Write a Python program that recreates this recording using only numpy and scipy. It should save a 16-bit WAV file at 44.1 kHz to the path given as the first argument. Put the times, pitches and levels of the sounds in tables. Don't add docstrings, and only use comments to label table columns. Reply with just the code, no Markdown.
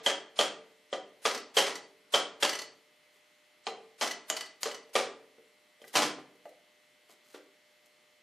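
import sys
import numpy as np
from scipy import signal
from scipy.fft import rfft, irfft
from scipy.io import wavfile
from scipy.ndimage import uniform_filter1d

SR = 44100
rng = np.random.default_rng(int(sys.argv[2]) if len(sys.argv) > 2 else 0)


def boost_factor(decibels):
    exponent = np.asarray(decibels, float) / 20
    return 10 ** exponent


def persist_wave(psi):
    counts = np.round(np.clip(psi, -1, 1) * 32767).astype(np.int16)
    wavfile.write(sys.argv[1], SR, np.atleast_2d(counts).T)


N = 362502
LEAD = SR // 2
T = np.arange(SR // 2) / SR
FULL_SHAKE_DB = -12


def evened(x):
    return x / np.sqrt(np.mean(x ** 2) + 1e-20)


def read(points, hz):
    f, value = np.transpose(points)
    return np.interp(np.log(hz + 1), np.log(f + 1), value)


def coloured(x, points):
    gain = boost_factor(read(points, np.fft.rfftfreq(len(x), 1 / SR)))
    return evened(irfft(rfft(x) * gain, len(x)))


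def add(mix, s, sound):
    part = mix[LEAD + round(s * SR):][:len(sound)]
    part += sound[:len(part)]


def struck(modes, spread_db, rise, shorter=1, favour_hz=None, favour_db=0):
    hz, db, t60 = np.transpose(modes)[:, :, None]
    level_luck, pitch_luck, phase_luck, rate_luck, throb_luck = rng.standard_normal((5, len(hz), 1))
    db = db + spread_db * level_luck
    if favour_hz:
        db = db + favour_db * np.exp(-(np.log(hz / favour_hz) / 0.26) ** 2)
    t = T[:round(t60.max() * shorter * SR)]
    flutter_db, flutter_hz = 4, 45 * 2 ** (rate_luck / 2)
    db = db + flutter_db * np.sin(2 * np.pi * flutter_hz * t + 3 * throb_luck)
    pitch = hz * (1 + 0.00386 * pitch_luck)
    ring = boost_factor(db - 60 * t / (t60 * shorter)) * np.sin(2 * np.pi * pitch * t + 3 * phase_luck)
    ring = ring.sum(0) * (1 - np.exp(-t / rise))
    return np.pad(ring / abs(ring).max(), (0, len(T) - len(t)))


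# (frequency [Hz], density [dB per Hz])
TOOL_COLOUR = [(100, -48), (250, -14), (600, -3), (1200, -5.5), (6000, -11), (9000, -18.5), (12000, -25),
               (15000, -30.5)]


def clatter(t60, rise, clumps_db, points=TOOL_COLOUR, tilt_db=0):
    clumps = evened(uniform_filter1d(uniform_filter1d(rng.standard_normal(len(T)), 60), 60))
    colour = [(hz, db + tilt_db * np.log2(hz / 3000)) for hz, db in points]
    knocks = coloured(rng.standard_normal(len(T)), colour)
    swell_db = clumps_db * 2 * np.tanh(clumps / 2)
    return knocks * boost_factor(swell_db - 60 * T / max(t60, .003)) * (1 - np.exp(-T / rise))


# (time [s], thud level [dB], thud pitch [Hz], ring level [dB], shake level [dB])
BLOWS = [(0.0616, -26.5, 554, -22, -13.5), (0.3895, -25.5, 586, -21.5, -12.5),
         (0.9277, -30, 539, -35.5, -24.5), (1.2527, -30.5, 793, -32.5, -14.5),
         (1.5677, -25.5, 542, -20.5, -10), (2.1381, -23.5, 576, -19, -13.5), (2.4254, -30, 584, -26, -13),
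         (3.6675, -32.5, 743, -47.5, -25.5), (4.011, -36.5, 563, -36.5, -15), (4.0294, -44, 869, -34, -20),
         (4.2992, -35, 643, -45.5, -24.5), (4.631, -44.5, 574, -48, -29), (4.6554, -35, 442, -43, -20.5),
         (4.9533, -22.5, 574, -33, -13), (5.9535, -30.5, 603, -35.5, -10.5),
         (6.0196, -32, 309, -38.5, -14.5)]
EARLIER_BLOW = (-0.18, -32, 480, -24, -14)
# (frequency [Hz], level [dB], t60 [s])
BENCH = [(200, -14, 0.09), (283, -27, .8), (307.2, -14, 0.17), (398.5, -1.5, 0.14), (443, -14, 1),
         (466.6, 4.5, 0.13), (521.4, -5.5, 0.21), (589.6, 0, .15), (672.7, 1, 0.092), (753.5, -1, 0.2),
         (869, -6, 0.077)]
# (frequency [Hz], level [dB], t60 [s])
FRAME = [(1056, -6.5, 0.07), (1198, 0, 0.11), (1400, -2, 0.012), (1528, -5.5, 0.073), (1846, -11.5, 0.031),
         (1985, 0.5, 0.065), (2396, -1.5, 0.031), (2870, -4.5, 0.06), (4200, -8.5, 0.04)]
# (frequency [Hz], level [dB], t60 [s])
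PUNCH = [(3050, -6, .02), (3110, -2, .03), (3171, 0, .035), (3240, -4, .02), (3313, -1, .025),
         (3388, -2, .02), (3470, -5, .02), (3560, -7, .015)]


def blow(thud_db, thud_hz, ring_db, shake_db):
    less = shake_db - FULL_SHAKE_DB
    board = [(thud_hz, 9, .12), (thud_hz * 1.06, 5, .08), (thud_hz * .93, 4, .08)]
    thud = boost_factor(thud_db + 5) * struck(BENCH + board, spread_db=2.5, rise=0.0013)
    knock = boost_factor((thud_db + shake_db) / 2 - 6) * struck(FRAME, spread_db=2, rise=.0015)
    ring = boost_factor(ring_db + 6.5) * struck(PUNCH, spread_db=3.5, rise=.003)
    crack = boost_factor(-18 + 1.36 * less) * clatter(t60=.015, rise=.001, clumps_db=-1.5, tilt_db=0.13 * less)
    return thud + knock + ring + crack + chatter(shake_db)


# (time [s], level [dB], strongest pitch [Hz])
TICKS = [
    (0.9293, -31.5, 2920),
    (1.2527, -17, 3260),
    (3.6679, -21.5, 4070),
    (4.011, -20.5, 4250),
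    (4.2999, -14, 3030),
    (4.366, -29, 2930),
    (4.6311, -14.5, 4360),
    (5.817, -43, 5000),
]
# (frequency [Hz], level [dB], t60 [s])
TIP = [(2506, -0.5, 0.0094), (3166, 2, 0.017), (4010, -1, 0.015), (5120, -5.5, 0.0033), (6150, -11, 0.012),
       (6840, -4, 0.027), (7300, -10.5, 0.0047), (8260, -16, 0.013)]


def tick(level_db, hz):
    less = max(level_db - FULL_SHAKE_DB, -14)
    modes = [(f, db + 0.03 * less * np.log2(f / 3000), t60) for f, db, t60 in TIP]
    modes.append((hz, 5, .012))
    click = clatter(t60=0.017, rise=.0004, clumps_db=-0.1, tilt_db=4.5 + .4 * less)
    tip = struck(modes, spread_db=4, rise=0.0002)
    return boost_factor(level_db - 3) * (tip + boost_factor(1 + 1.6 * less) * click)


# (time [s], shake level [dB])
CHATTERS = [
    (1.3458, -26),
    (1.6644, -19),
    (4.3202, -29.5),
    (4.3444, -33),
    (4.6653, -27),
    (5.9386, -23.5),
    (7.09, -45),
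    (7.342, -34.5),
]


def chatter(shake_db):
    less = shake_db - FULL_SHAKE_DB
    t60 = 0.23 * 2 ** (max(less, -14) / 14)
    return boost_factor(shake_db - 11) * clatter(t60, rise=0.0028, clumps_db=4, tilt_db=max(0.13 * less, -6))


# (time [s], jingle level [dB])
BOUNCES = [(1.31, -30.5), (1.346, -29), (1.375, -34.5), (1.5844, -20), (1.7541, -30.5), (2.4464, -26),
           (2.4916, -23), (2.5299, -27.5), (2.5512, -28), (2.5881, -29), (2.6156, -32), (4.0735, -27.5),
           (4.1091, -25.5), (4.366, -25.5), (4.4072, -28), (4.4575, -41), (4.7113, -36), (4.7436, -35)]
# (frequency [Hz], level [dB], t60 [s])
PART = [(1303, -9, .04), (1997, -2, .04), (2955, -5, .04), (4290, -5, .035), (4560, -5, .05),
        (5200, -8, .03), (5884, -8, .03), (6051, -4, .04), (7407, -11, .03), (8183, -14, .03),
        (9889, -13, .025), (11990, -20, .025), (13150, -18, .025), (14140, -20, .03)]


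def bounce(jingle_db):
    jingle = boost_factor(jingle_db) * struck(PART, spread_db=3, rise=0.0022)
    return jingle + boost_factor(jingle_db - 4) * clatter(t60=0.054, rise=0.0023, clumps_db=1.5, tilt_db=1.5)


# (time [s], thump level [dB])
LANDINGS = [
    (5.9535, -26),
    (6.0196, -39.5),
]
# (frequency [Hz], level [dB], t60 [s])
PLANK = [(93.3, -7.5, 0.16), (131, -2.5, 0.15), (182, -5, 0.15), (248, -3, 0.099), (293, -0.5, .2),
         (304, 6.5, 0.16), (321, 2.5, 0.14), (603, 4, 0.15)]


def landing(thump_db):
    return boost_factor(thump_db) * struck(PLANK, spread_db=0.5, rise=0.0028)


# (time [s], tap level [dB], tap pitch [Hz], scuff level [dB])
TOUCHES = [(0.945, -33.5, 805, -76), (1.2527, -21, 1185, -60), (3.16, -60.5, 2060, -65),
           (3.72, -38.5, 700, -67), (3.785, -49.5, 755, -73), (4.892, -58, 474, -60),
           (5.383, -51, 436, -78), (5.797, -61, 570, -71), (5.818, -48.5, 583, -57),
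           (5.841, -44, 1910, -55), (5.877, -57, 370, -44), (6.184, -42, 300, -56), (6.352, -58, 380, -63),
           (6.455, -41.5, 602, -55.5), (6.489, -59, 445, -56.5), (7.093, -58, 440, -59),
           (7.345, -38.5, 322, -53.5), (7.857, -70, 603, -56.5)]
# (frequency [Hz], density [dB per Hz])
SCUFF = [(1500, -11), (4000, -4.5), (8000, -4), (13000, -7.5), (16000, -3)]


def touch(tap_db, tap_hz, scuff_db):
    tap = struck(BENCH + FRAME, spread_db=0.5, rise=0.00028, shorter=0.49, favour_hz=tap_hz, favour_db=13.5)
    scuff = clatter(t60=.055, rise=0.0014, clumps_db=5, points=SCUFF)
    return boost_factor(tap_db + 2.5) * tap + boost_factor(scuff_db - 2.5) * scuff


# (time [s], length [s], level [dB])
SLIDES = [
    (3.1, .1, -76),
    (5.8, 0.16, -68),
    (7.085, .06, -64),
    (7.22, 0.19, -68.5),
]


def slide(length, level_db):
    rustle = clatter(t60=10, rise=0.00085, clumps_db=7, points=SCUFF, tilt_db=-2.5)
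    return boost_factor(level_db) * rustle * np.sin(np.pi * np.minimum(T / length, 1))


# (frequency [Hz], t60 [s])
ROOM = [(150, 0.85), (500, 0.48), (1500, 0.43), (4000, 0.37), (8000, 0.29), (13000, 0.12)]


def room(x):
    taps = np.zeros((2, SR))
    at = np.arange(200, SR - 20, 20) + rng.integers(0, 20, (2, (SR - 201) // 20))
    np.put_along_axis(taps, at, rng.choice([-1., 1.], at.shape), 1)
    hz, t, z = signal.stft(taps, SR, nperseg=256)
    apart = boost_factor(read([(100, -9), (400, -23.5), (2000, -15), (8000, -10), (14000, 3.5)], hz))[:, None]
    z = np.array([z[0] + apart * z[1], z[0] - apart * z[1]])
    fading = z * boost_factor(-60 * t / read(ROOM, hz)[:, None])
    tail = signal.istft(fading, SR, nperseg=256)[1]
    return signal.fftconvolve(x[None], tail / np.linalg.norm(tail[0]), axes=1)


# (frequency [Hz], width [Hz], level [dB])
LAMPS = [(580, 40, -72.5), (1220, 50, -89.5), (2050, 185, -77), (2646, 100, -85.5), (3040, 75, -82),
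         (3370, 160, -87), (4200, 290, -88)]


def lamps():
    ripple_hz = 120
    t = np.arange(2 * SR // ripple_hz) / SR
    hz = ripple_hz * np.arange(1, 41)[:, None]
    size = sum(boost_factor(db) / (1 + ((hz - f) / width) ** 2) for f, width, db in LAMPS)
    turn = 2 * np.pi * (hz * t + rng.random(hz.shape))
    lag = rng.normal(0, 0.13, hz.shape)
    buzz = np.sqrt(2) * (size * np.sin([turn, turn + lag])).sum(1)
    return np.tile(buzz, N // len(t) + 1)[:, :N]


# (frequency [Hz], density [dB per Hz])
HISS = [(18, -84), (30, -32), (272, -8.5), (1590, -11.5), (2120, -10.5), (3740, -13), (10600, -22.5),
        (14800, -27.5)]
# (frequency [Hz], likeness [-1 to 1])
HISS_SAME = [(60, 0.073), (240, 0.94), (930, 0.43), (3650, 0.68), (14400, 0.77)]


def hiss():
    frames, hz = N // 256 + 5, np.fft.rfftfreq(1024, 1 / SR)
    a, b, c, d, patches = rng.standard_normal((frames, 513, 5)).T
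    patches = evened(uniform_filter1d(uniform_filter1d(patches, 12, 0), 14, 1))
    same = np.clip(read(HISS_SAME, hz), -1, 1)[:, None]
    left, other = a + 1j * b, c + 1j * d
    z = np.array([left, same * left + np.sqrt(1 - same ** 2) * other])
    z *= boost_factor(read(HISS, hz)[:, None] + 1.1 * patches)
    noise = signal.istft(z, nperseg=1024, noverlap=768)[1][:, :N]
    return boost_factor(-68.5) * evened(noise)


def scene():
    bench = np.zeros(N + LEAD)
    layers = [(BLOWS + [EARLIER_BLOW], blow), (TICKS, tick), (CHATTERS, chatter), (BOUNCES, bounce),
              (TOUCHES, touch), (LANDINGS, landing), (SLIDES, slide)]
    for table, sound in layers:
        for s, *controls in table:
            add(bench, s, sound(*controls))
    bench = signal.sosfilt(signal.butter(3, 150, "highpass", fs=SR, output="sos"), bench)
    wet = boost_factor(-5) * room(bench)[:, LEAD:LEAD + N]
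    direct = bench[LEAD:] * boost_factor(np.array([[0.], [-.2]]))
    return direct + wet + lamps() + hiss()


# (frequency [Hz], step [dB])
COARSENESS = [(100, -20), (1000, -5.5), (4000, -6), (8000, -9), (10500, -5.5), (14500, -9), (14700, 42)]


def camera_rounding(x):
    size, start = 1024, 284
    n, k = np.arange(2 * size)[:, None] + .5, np.arange(size) + .5
    window = np.sin(np.pi * n / (2 * size))
    basis = window * np.cos(np.pi / size * (n + size / 2) * k) * np.sqrt(2 / size)
    front = 2 * size - start
    padded = np.pad(x, ((0, 0), (front, 2 * size - (front + N) % size)))
    halves = padded.reshape(len(x), -1, size)
    lines = np.concatenate([halves[:, :-1], halves[:, 1:]], axis=2) @ basis
    above_bass = lines[..., size // 20:]
    level_db = 10 * np.log10((above_bass ** 2).mean((0, 2)) + 1e-12)
    step = boost_factor(level_db[:, None] + 5 + read(COARSENESS, k * SR / (2 * size)))
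    blocks = (np.trunc(lines / step + 0.51 * np.sign(lines)) * step) @ basis.T
    joined = blocks[:, 1:, :size] + blocks[:, :-1, size:]
    return joined.reshape(len(x), -1)[:, front - size:][:, :N]


def roll_off(x):
    return signal.sosfilt(signal.butter(12, 14960, fs=SR, output="sos"), x)


def record(dry):
    thin = signal.sosfilt(signal.butter(1, 60, "highpass", fs=SR, output="sos"), dry)
    mix = camera_rounding(thin)
    return roll_off(mix)


dry = scene()
out = record(dry)
persist_wave(out)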